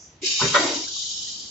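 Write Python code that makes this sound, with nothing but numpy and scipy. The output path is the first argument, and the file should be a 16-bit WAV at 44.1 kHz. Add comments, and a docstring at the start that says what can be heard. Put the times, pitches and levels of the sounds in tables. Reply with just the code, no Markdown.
"""Pneumatic heat press, one stroke

A valve pops and air hisses out: shaped noise with outlet peaks and slow ripples, turning thinner.
The ram thumps and the platen clanks, each as decaying sine modes over a burst of noise.
The frame knocks and rattles, loose parts tick and a carousel rolls softly over a low workshop murmur.
The blows, the pop and its puff, and the frame also feed a diffuse noise reverberation."""
import sys
import numpy as np
from scipy import signal
from scipy.fft import rfft, irfft
from scipy.io import wavfile
from scipy.ndimage import map_coordinates

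SR = 44100
rng = np.random.default_rng(int(sys.argv[2]) if len(sys.argv) > 2 else 0)


def bounce(signal):
    """Save signal as a 16-bit WAV file at the path given by the first command-line argument."""
    frames = np.transpose(np.atleast_2d(signal))
    limited = np.clip(frames, -1, 1)
    pcm = np.round(limited * 32767).astype(np.int16)
    wavfile.write(sys.argv[1], SR, pcm)


N = 66150
T = np.arange(N) / SR
HZ = np.fft.rfftfreq(N, 1 / SR)

# Noise colours are relative: each noise is scaled to an rms of one before its level is set.
# Murmur of the workshop. Each row: frequency in Hz, density in dB per Hz.
MURMUR_COLOUR = [(25,-19.5),(50,-7),(72,1),(110,-1),(200,-5),(320,-5),(500,-10.5),(1000,-12.5),(1500,-16),(2000,-15.5),(4000,-18),(7500,-28)]
MURMUR_DB = -55
# Left-right likeness of diffuse sound. Each row: frequency in Hz, likeness from 0 to 1.
LIKENESS = [(50,1),(300,.96),(600,0.73),(1200,0.23),(2500,0.21),(7000,.1)]
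# Reverberation of the workshop. Each row: frequency in Hz, time to fall 60 dB in seconds.
ROOM_T60 = [(100,0.73),(400,0.52),(1500,0.53),(7000,0.36)]

# Rolling of the carousel. Each row: frequency in Hz, density in dB per Hz.
ROLL_COLOUR = [(60,-17),(130,-11.5),(200,6.5),(330,0),(500,-10.5),(1200,-8),(2500,-28)]
ROLL_FROM_S, ROLL_RISE_S, ROLL_DB = 1.03, 0.16, -59

# Last of an earlier air release. Each row: frequency in Hz, density in dB per Hz.
LEAK_COLOUR = [(4000,-40),(4600,-25.5),(4900,-8),(5200,-26),(5650,-6),(5950,-0.5),(6400,-8.5),(7500,-13)]
LEAK_DB, LEAK_HOLD_S, LEAK_FALL_DB_PER_S = -42.5, 0.049, 148

# Ticks of loose parts. Each row: start in seconds, centre frequency in Hz, level in dB.
LOOSE_TICKS = [(0.761,960,-37),(.8,2000,-50.5),(0.824,693,-46),(0.835,2235,-46.5),(.872,1570,-53),(0.961,1152,-52.5),(1.032,2030,-64),(1.273,1920,-58.5)]
TICK_HALF_WIDTH_HZ, TICK_T60_S = 57, 0.11  # 6 dB down at the half-width

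# Air flow through the valve. Each row: time in seconds, level in dB before the make-up gain.
AIR_FLOW = [(0.212, -70), (0.218, -48), (0.246, -29.5), (0.264, -24.5), (0.38, -28), (0.394, -25),
            (0.53, -28), (0.552, -26), (0.574, -25.5), (0.82, -31.5), (0.856, -33.5), (0.996, -30),
            (1.316, -33), (1.5, -39.5)]
FLOW_MAKEUP_DB = 2.88
# Hiss at full pressure. Each row: frequency in Hz, density in dB per Hz.
FULL_HISS_COLOUR = [(760, -102), (1300, -59), (1370, -53), (1660, -18), (1960, -20), (2420, -3.5),
                    (3040, -2.5), (3450, -5.5), (3740, -3), (4200, -6), (4300, -4), (5590, -4),
                    (7500, -3.5), (9750, -39), (16500, -120)]
# Thinner hiss once the cylinder has filled. Each row: frequency in Hz, density in dB per Hz.
THIN_HISS_COLOUR = [(1200,-57),(2000,-38.5),(2380,-30),(2500,-10.5),(2680,-18.5),(2880,-6),(3180,2),(3450,-0.5),(3720,-1),(4270,0),(4610,0),(5500,-0.5),(7180,1.5),(7500,-6.5)]
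THIN_FROM_S, THIN_TO_S = 0.68, 0.92
# Peaks and dips of the outlet. Each row: centre in Hz, nominal width in Hz, lift in dB.
OUTLET_PEAKS = [(2350,190,-2),(2607,97,-22),(2930,460,-0.5),(3393,130,-13),(3743,130,10),(4072,80,9),(4520,170,3),(4696,130,5.5),(5140,70,5),(5400,180,7.5),(6050,73,3)]
# Faint hum of the air line: centre, half-width, level against the jet before panning
PIPE_HZ, PIPE_HALF_WIDTH_HZ, PIPE_DB = 1130, 43, -34.5
# Ripple that nearby surfaces put on the jet: dB per unit of chance, grid spacing in Hz and seconds
RIPPLE_DB, RIPPLE_SPACING_HZ, RIPPLE_DRIFT_S = 4, 75, 0.2
# Stereo image of the jet: likeness, share and delay of the left reflection, left minus right
HISS_LIKENESS, HISS_ECHO, HISS_LAG_S, HISS_PAN_DB = 0.17, 0.22, 0.001041, 1.36

# Hollow pop of the valve
POP_S, POP_HZ, POP_DB, POP_RISE_S, POP_HOLD_S, POP_T60_S = 0.2305, 375, -25, 0.006, 0.003, 0.05
# Low puff of the valve. 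Each row: frequency in Hz, density in dB per Hz.
PUFF_COLOUR = [(120, -36), (250, 0.5), (420, 0.5), (600, -20), (1200, -35.5), (2000, -44)]
# Bright spit of air. Each row: frequency in Hz, density in dB per Hz.
SPIT_COLOUR = [(1200, -42), (2100, 8.5), (4000, -1), (7500, 7)]
PUFF_DB, SPIT_DB = -43, -31

# Knocks of the frame. Each row: start in seconds, level in dB, pitch ratio.
FRAME_KNOCKS = [(.59,-24.5,1),(.65,-22.5,0.99),(.685,-29,1.08),(.755,-31.5,.92),(0.794,-35,1.02),(.835,-44.5,.88)]
# Modes each knock excites. Each row: frequency in Hz, dB against the knock, 60 dB decay in seconds.
KNOCK_MODES = [(272.6,-9,0.19),(312.5,5,0.077),(363.6,-3,.11),(410.6,-8,0.11),(496.5,-21,0.24)]
# Rattle of the frame. Each row: frequency in Hz, density in dB per Hz.
RATTLE_COLOUR = [(120,-37),(200,-25.5),(290,-4),(370,-1),(435,-9),(500,-4.5),(600,-4),(700,-4),(790,-10.5),(920,-3.5),(1250,-14),(1650,-16.5),(2200,-10),(2600,-24.5),(3400,-49)]
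RATTLE_FROM_S, RATTLE_TO_S, RATTLE_DB = 0.565, 0.735, -25
# The second slope adds to the first after RATTLE_TO_S
RATTLE_FALL_DB_PER_S, RATTLE_STOP_DB_PER_S = 43.5, 184.5

# Light contact starts this long before each blow
TOUCH_LEAD_S = 0.02
# Touch of the ram. Each row: frequency in Hz, density in dB per Hz.
TOUCH_COLOUR = [(500, -31), (900, 6), (1100, 7.5), (1500, -5.5), (2200, -20.5)]
# Modes of the stopping ram. Each row: frequency in Hz, level in dB, 60 dB decay in seconds.
THUMP_MODES = [(74.4,-42.5,0.42),(134.1,-35,0.58),(160,-24,0.13),(259,-35.5,0.45),(391.6,-28,0.56),(597,-36.5,0.27),(895,-28.5,0.15),(1005,-23.5,0.12),(1032,-28.5,0.17),(1148,-30.5,0.21),(1340,-27.5,.15),(1490,-23.5,0.12)]
# Dense clatter of the ram. Each row: frequency in Hz, density in dB per Hz.
CLATTER_COLOUR = [(29, -65.5), (50, -23.5), (156, -4), (270, -18.5), (408, -6), (716, -23), (804, -19.5),
                  (1010, -19.5), (1510, -14), (2600, -16), (3380, -46.5), (5720, -120)]
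RAM_S, RAM_RISE_S, RAM_RISE_CYCLES = 0.41, 0.0035, 1.67
TOUCH_DB, CLATTER_DB = -30.5, -25.5

# Modes of the closing platen. Each row: frequency in Hz, level in dB, 60 dB decay in seconds.
CLANK_MODES = [(358,-35.5,0.19),(584.6,-21,0.22),(980,-23.5,0.067),(1019,-19,0.063),(1124,-34,0.062),(1262,-23,0.068),(1380,-22.5,0.17),(1460,-32,.14),(1503,-21,.09),(1848,-23,0.055),(1950,-23,0.18),(2255,-31,0.36)]
# Dense crash of the platen. Each row: frequency in Hz, density in dB per Hz.
CRASH_COLOUR = [(200,-25.5),(400,-6),(750,-15),(1000,-1),(1500,4),(1750,-9.5),(2100,-5),(2600,-12),(3200,-3.5),(4500,-13.5),(7500,-36)]
PLATEN_S, PLATEN_HOLD_S = 0.542, 0.015
CRASH_DB, GRAZE_DB = -20.5, -5.5  # the graze is set against the crash

# Band limits of the pickup
LOW_CUT_HZ, TOP_EDGE_HZ = 42, 7560


def amp(db):
    """Turns decibels into gain."""
    return 10 ** (np.asarray(db) / 20)


def unit(x):
    """Scales to an rms of one."""
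    return x / np.sqrt(np.mean(x ** 2) + 1e-20)


def read(points, hz):
    """Reads a table along a log-frequency axis."""
    f, value = np.transpose(points)
    return np.interp(np.log(hz + 1), np.log(np.maximum(f, 1)), value)


def noise(colour_db, same, echo=0):
    """Stereo noise of a given colour and left-right likeness; the left may carry a short echo."""
    right, other = rfft(rng.standard_normal((2, N)))
    shared = np.clip(same, -1, 1) + echo * np.exp(-2j * np.pi * HZ * HISS_LAG_S)
    own = np.sqrt(np.maximum(1 - same ** 2 - echo ** 2, 0))
    left = shared * right + own * other
    return unit(irfft(np.array([left, right]) * amp(colour_db), N))


def peak_db(centre_hz, half_width_hz):
    """Narrow resonance curve, 6 dB down at the half-width."""
    return -20 * np.log10(1 + ((HZ - centre_hz) / half_width_hz) ** 2)


def flutter(rate_hz):
    """Random wander with an rms of one, mostly slower than a given rate."""
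    return unit(irfft(rfft(rng.standard_normal(N)) / (1 + (HZ / rate_hz) ** 4), N))


def burst(start, rise, hold, t60):
    """Linear attack, hold and exponential release."""
    attack = np.clip((T - start) / rise, 0, 1)
    return attack * amp(-60 * np.maximum(T - start - rise - hold, 0) / t60)


def ring(start, modes, rise, spread, hold=0):
    """Dying sine modes; the higher ones reach the two sides further out of phase."""
    out = np.zeros((2, N))
    for hz, db, t60 in modes:
        side = rng.choice([-1, 1]) * np.array([[1], [-1]])
        skew = spread * min(hz / 1000, 1.5) ** 2 * side
        wave = np.sin(2 * np.pi * hz * (T - start) + skew)
        out += amp(db) * burst(start, rise, hold, t60) * wave
    return out


def workshop(x, wet_db):
    """Adds a diffuse noise tail whose decay time depends on frequency."""
    # White noise, silent for the first 8 ms
    diffuse = noise(0 * HZ, read(LIKENESS, HZ)) * np.clip((T - 0.008) / 0.0036, 0, 1)
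    hz, t, z = signal.stft(diffuse, SR, nperseg=256)
    decay = amp(-60 * t / read(ROOM_T60, hz)[:, None])
    tail = signal.istft(z * decay, SR, nperseg=256)[1][:, :N]
    wet = signal.fftconvolve(x, tail / np.linalg.norm(tail[0]), axes=1)[:, :N]
    return x + amp(wet_db) * wet


def background():
    """Low murmur of distant machines: coloured noise with a slightly wandering level."""
    level_db = MURMUR_DB + 0.51 * flutter(rate_hz=13)
    return noise(read(MURMUR_COLOUR, HZ), read(LIKENESS, HZ)) * amp(level_db)


def carousel():
    """A soft rumble of low noise as the tables are pushed round."""
    swell = np.clip((T - ROLL_FROM_S) / ROLL_RISE_S, 0, 1)
    level_db = ROLL_DB + 1.1 * flutter(rate_hz=53)
    return noise(read(ROLL_COLOUR, HZ), read(LIKENESS, HZ)) * swell * amp(level_db)


def leak():
    """A thin hiss of escaping air that dies away before the stroke."""
    level_db = LEAK_DB - LEAK_FALL_DB_PER_S * np.maximum(T - LEAK_HOLD_S, 0)
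    return noise(read(LEAK_COLOUR, HZ), 0.37) * amp(level_db)


def ticks():
    """Faint ticks of loose parts, each a short burst of narrow noise."""
    out = np.zeros((2, N))
    for start, hz, db in LOOSE_TICKS:
        grain = noise(peak_db(hz, TICK_HALF_WIDTH_HZ), 0.6)
        out += amp(db) * burst(start, 0.004, 0.0042, TICK_T60_S) * grain
    return out


def ripple(x):
    """Lays fine, slowly drifting peaks and dips on a sound, different on each side."""
    hz, t, z = signal.stft(x, SR, nperseg=2048)
    at = np.meshgrid(hz / RIPPLE_SPACING_HZ, t / RIPPLE_DRIFT_S, indexing="ij")
    grids = rng.standard_normal(size=(2, 256, 32))
    field = np.array([map_coordinates(grid, at, order=3, mode="mirror") for grid in grids])
    return unit(signal.istft(z * amp(RIPPLE_DB * field), SR, nperseg=2048)[1][:, :N])


def hiss():
    """The air jet sounds through the outlet and loses its lower part as pressure evens out."""
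    # Bell-shaped lifts, fallen to 1/e at 0.4 of the nominal width from the centre
    outlet_db = sum(db * np.exp(-((HZ - hz) / (0.4 * width)) ** 2) for hz, width, db in OUTLET_PEAKS)
    full = noise(read(FULL_HISS_COLOUR, HZ) + outlet_db, HISS_LIKENESS, HISS_ECHO)
    late = noise(read(THIN_HISS_COLOUR, HZ) + outlet_db, HISS_LIKENESS, HISS_ECHO)
    pressure = 1 - np.clip((T - THIN_FROM_S) / (THIN_TO_S - THIN_FROM_S), 0, 1)
    # Crossfade at constant power
    jet = ripple(full * pressure + late * np.sqrt(1 - pressure ** 2))
    pipe = amp(PIPE_DB) * noise(peak_db(PIPE_HZ, PIPE_HALF_WIDTH_HZ), 0.3)
    pipe = pipe * amp([[-5], [1]])  # leans right
    level_db = np.interp(T, *np.transpose(AIR_FLOW)) + FLOW_MAKEUP_DB + 0.86 * flutter(rate_hz=48)
    air = (jet + pipe * pressure) * amp(level_db) * (T > 0.214)
    return air * amp(np.array([[0.5], [-0.5]]) * HISS_PAN_DB)


def valve():
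    """A spit of air as the valve cracks open, then a hollow pop and puff as the line fills."""
    pop = ring(POP_S, [(POP_HZ, POP_DB, POP_T60_S)], POP_RISE_S, spread=0.3, hold=POP_HOLD_S)
    puff = noise(read(PUFF_COLOUR, HZ), read(LIKENESS, HZ)) * burst(0.214, 0.011, 0.029, 0.58)
    spit = noise(read(SPIT_COLOUR, HZ), 0.3) * burst(0.2135, 0.019, 0.018, 0.077)
    return workshop(pop + amp(PUFF_DB) * puff, wet_db=-28) + amp(SPIT_DB) * spit


def frame():
    """Low modal knocks and an uneven noise rattle as the frame takes the load."""
    knocks = np.zeros((2, N))
    for start, db, ratio in FRAME_KNOCKS:
        modes = [(hz * ratio, mode_db, t60) for hz, mode_db, t60 in KNOCK_MODES]
        knocks += amp(db) * ring(start, modes, rise=0.0075, spread=0.3)
    level_db = RATTLE_DB - RATTLE_FALL_DB_PER_S * (T - RATTLE_FROM_S)
    level_db = level_db - RATTLE_STOP_DB_PER_S * np.maximum(T - RATTLE_TO_S, 0)
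    level_db = level_db + 1.3 * flutter(rate_hz=72)
    onset = np.clip((T - RATTLE_FROM_S) / 0.011, 0, 1)
    # Onset goes on last, so nothing rattles before the start
    rattle = noise(read(RATTLE_COLOUR, HZ), read(LIKENESS, HZ)) * amp(level_db) * onset
    return workshop(knocks + rattle, wet_db=-13.5)


def ram():
    """A light touch, then a dull thump of modes with a short noise clatter."""
    touch = noise(read(TOUCH_COLOUR, HZ), 0.34) * burst(RAM_S - TOUCH_LEAD_S, 0.01, 0.0085, 0.055)
    clatter = noise(read(CLATTER_COLOUR, HZ), read(LIKENESS, HZ))
    clatter = clatter * burst(RAM_S + 0.0022, 0.011, 0.032, 0.14)
    thump = np.zeros((2, N))
    for hz, db, t60 in THUMP_MODES:
        rise = RAM_RISE_S + RAM_RISE_CYCLES / hz  # low modes swell more slowly
        thump += ring(RAM_S, [(hz, db, t60)], rise, spread=0.16, hold=0.005)
    return workshop(thump + amp(CLATTER_DB) * clatter + amp(TOUCH_DB) * touch, wet_db=-8)


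def platen():
    """A hard metal clank: the platen grazes, seats and rings over a brief dense crash."""
    graze = amp(GRAZE_DB) * burst(PLATEN_S - TOUCH_LEAD_S, 0.026, 0.015, 0.018)
    seat = burst(PLATEN_S, 0.0048, 0.022, 0.082)
    crash = noise(read(CRASH_COLOUR, HZ), read(LIKENESS, HZ)) * (seat + graze)
    # The platen stays pressed for a moment before its ring dies
    clank = ring(PLATEN_S, CLANK_MODES, rise=0.0099, spread=0.19, hold=PLATEN_HOLD_S)
    return workshop(clank + amp(CRASH_DB) * crash, wet_db=-9)


def scene():
    """One stroke of the press over the workshop background."""
    surroundings = background() + carousel() + leak()
    air = hiss() + valve()
    metal = ticks() + frame() + ram() + platen()
    return surroundings + air + metal


def record(dry):
    """The microphone's low cut and a steep upper band limit."""
    low_cut = signal.butter(2, LOW_CUT_HZ, "highpass", fs=SR, output="sos")
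    thinned = signal.sosfilt(low_cut, dry)
    band_limit = signal.firwin(1023, TOP_EDGE_HZ, window=("kaiser", 9), fs=SR)
    return signal.oaconvolve(thinned, band_limit[None], "same")


dry = scene()
out = record(dry)
bounce(out)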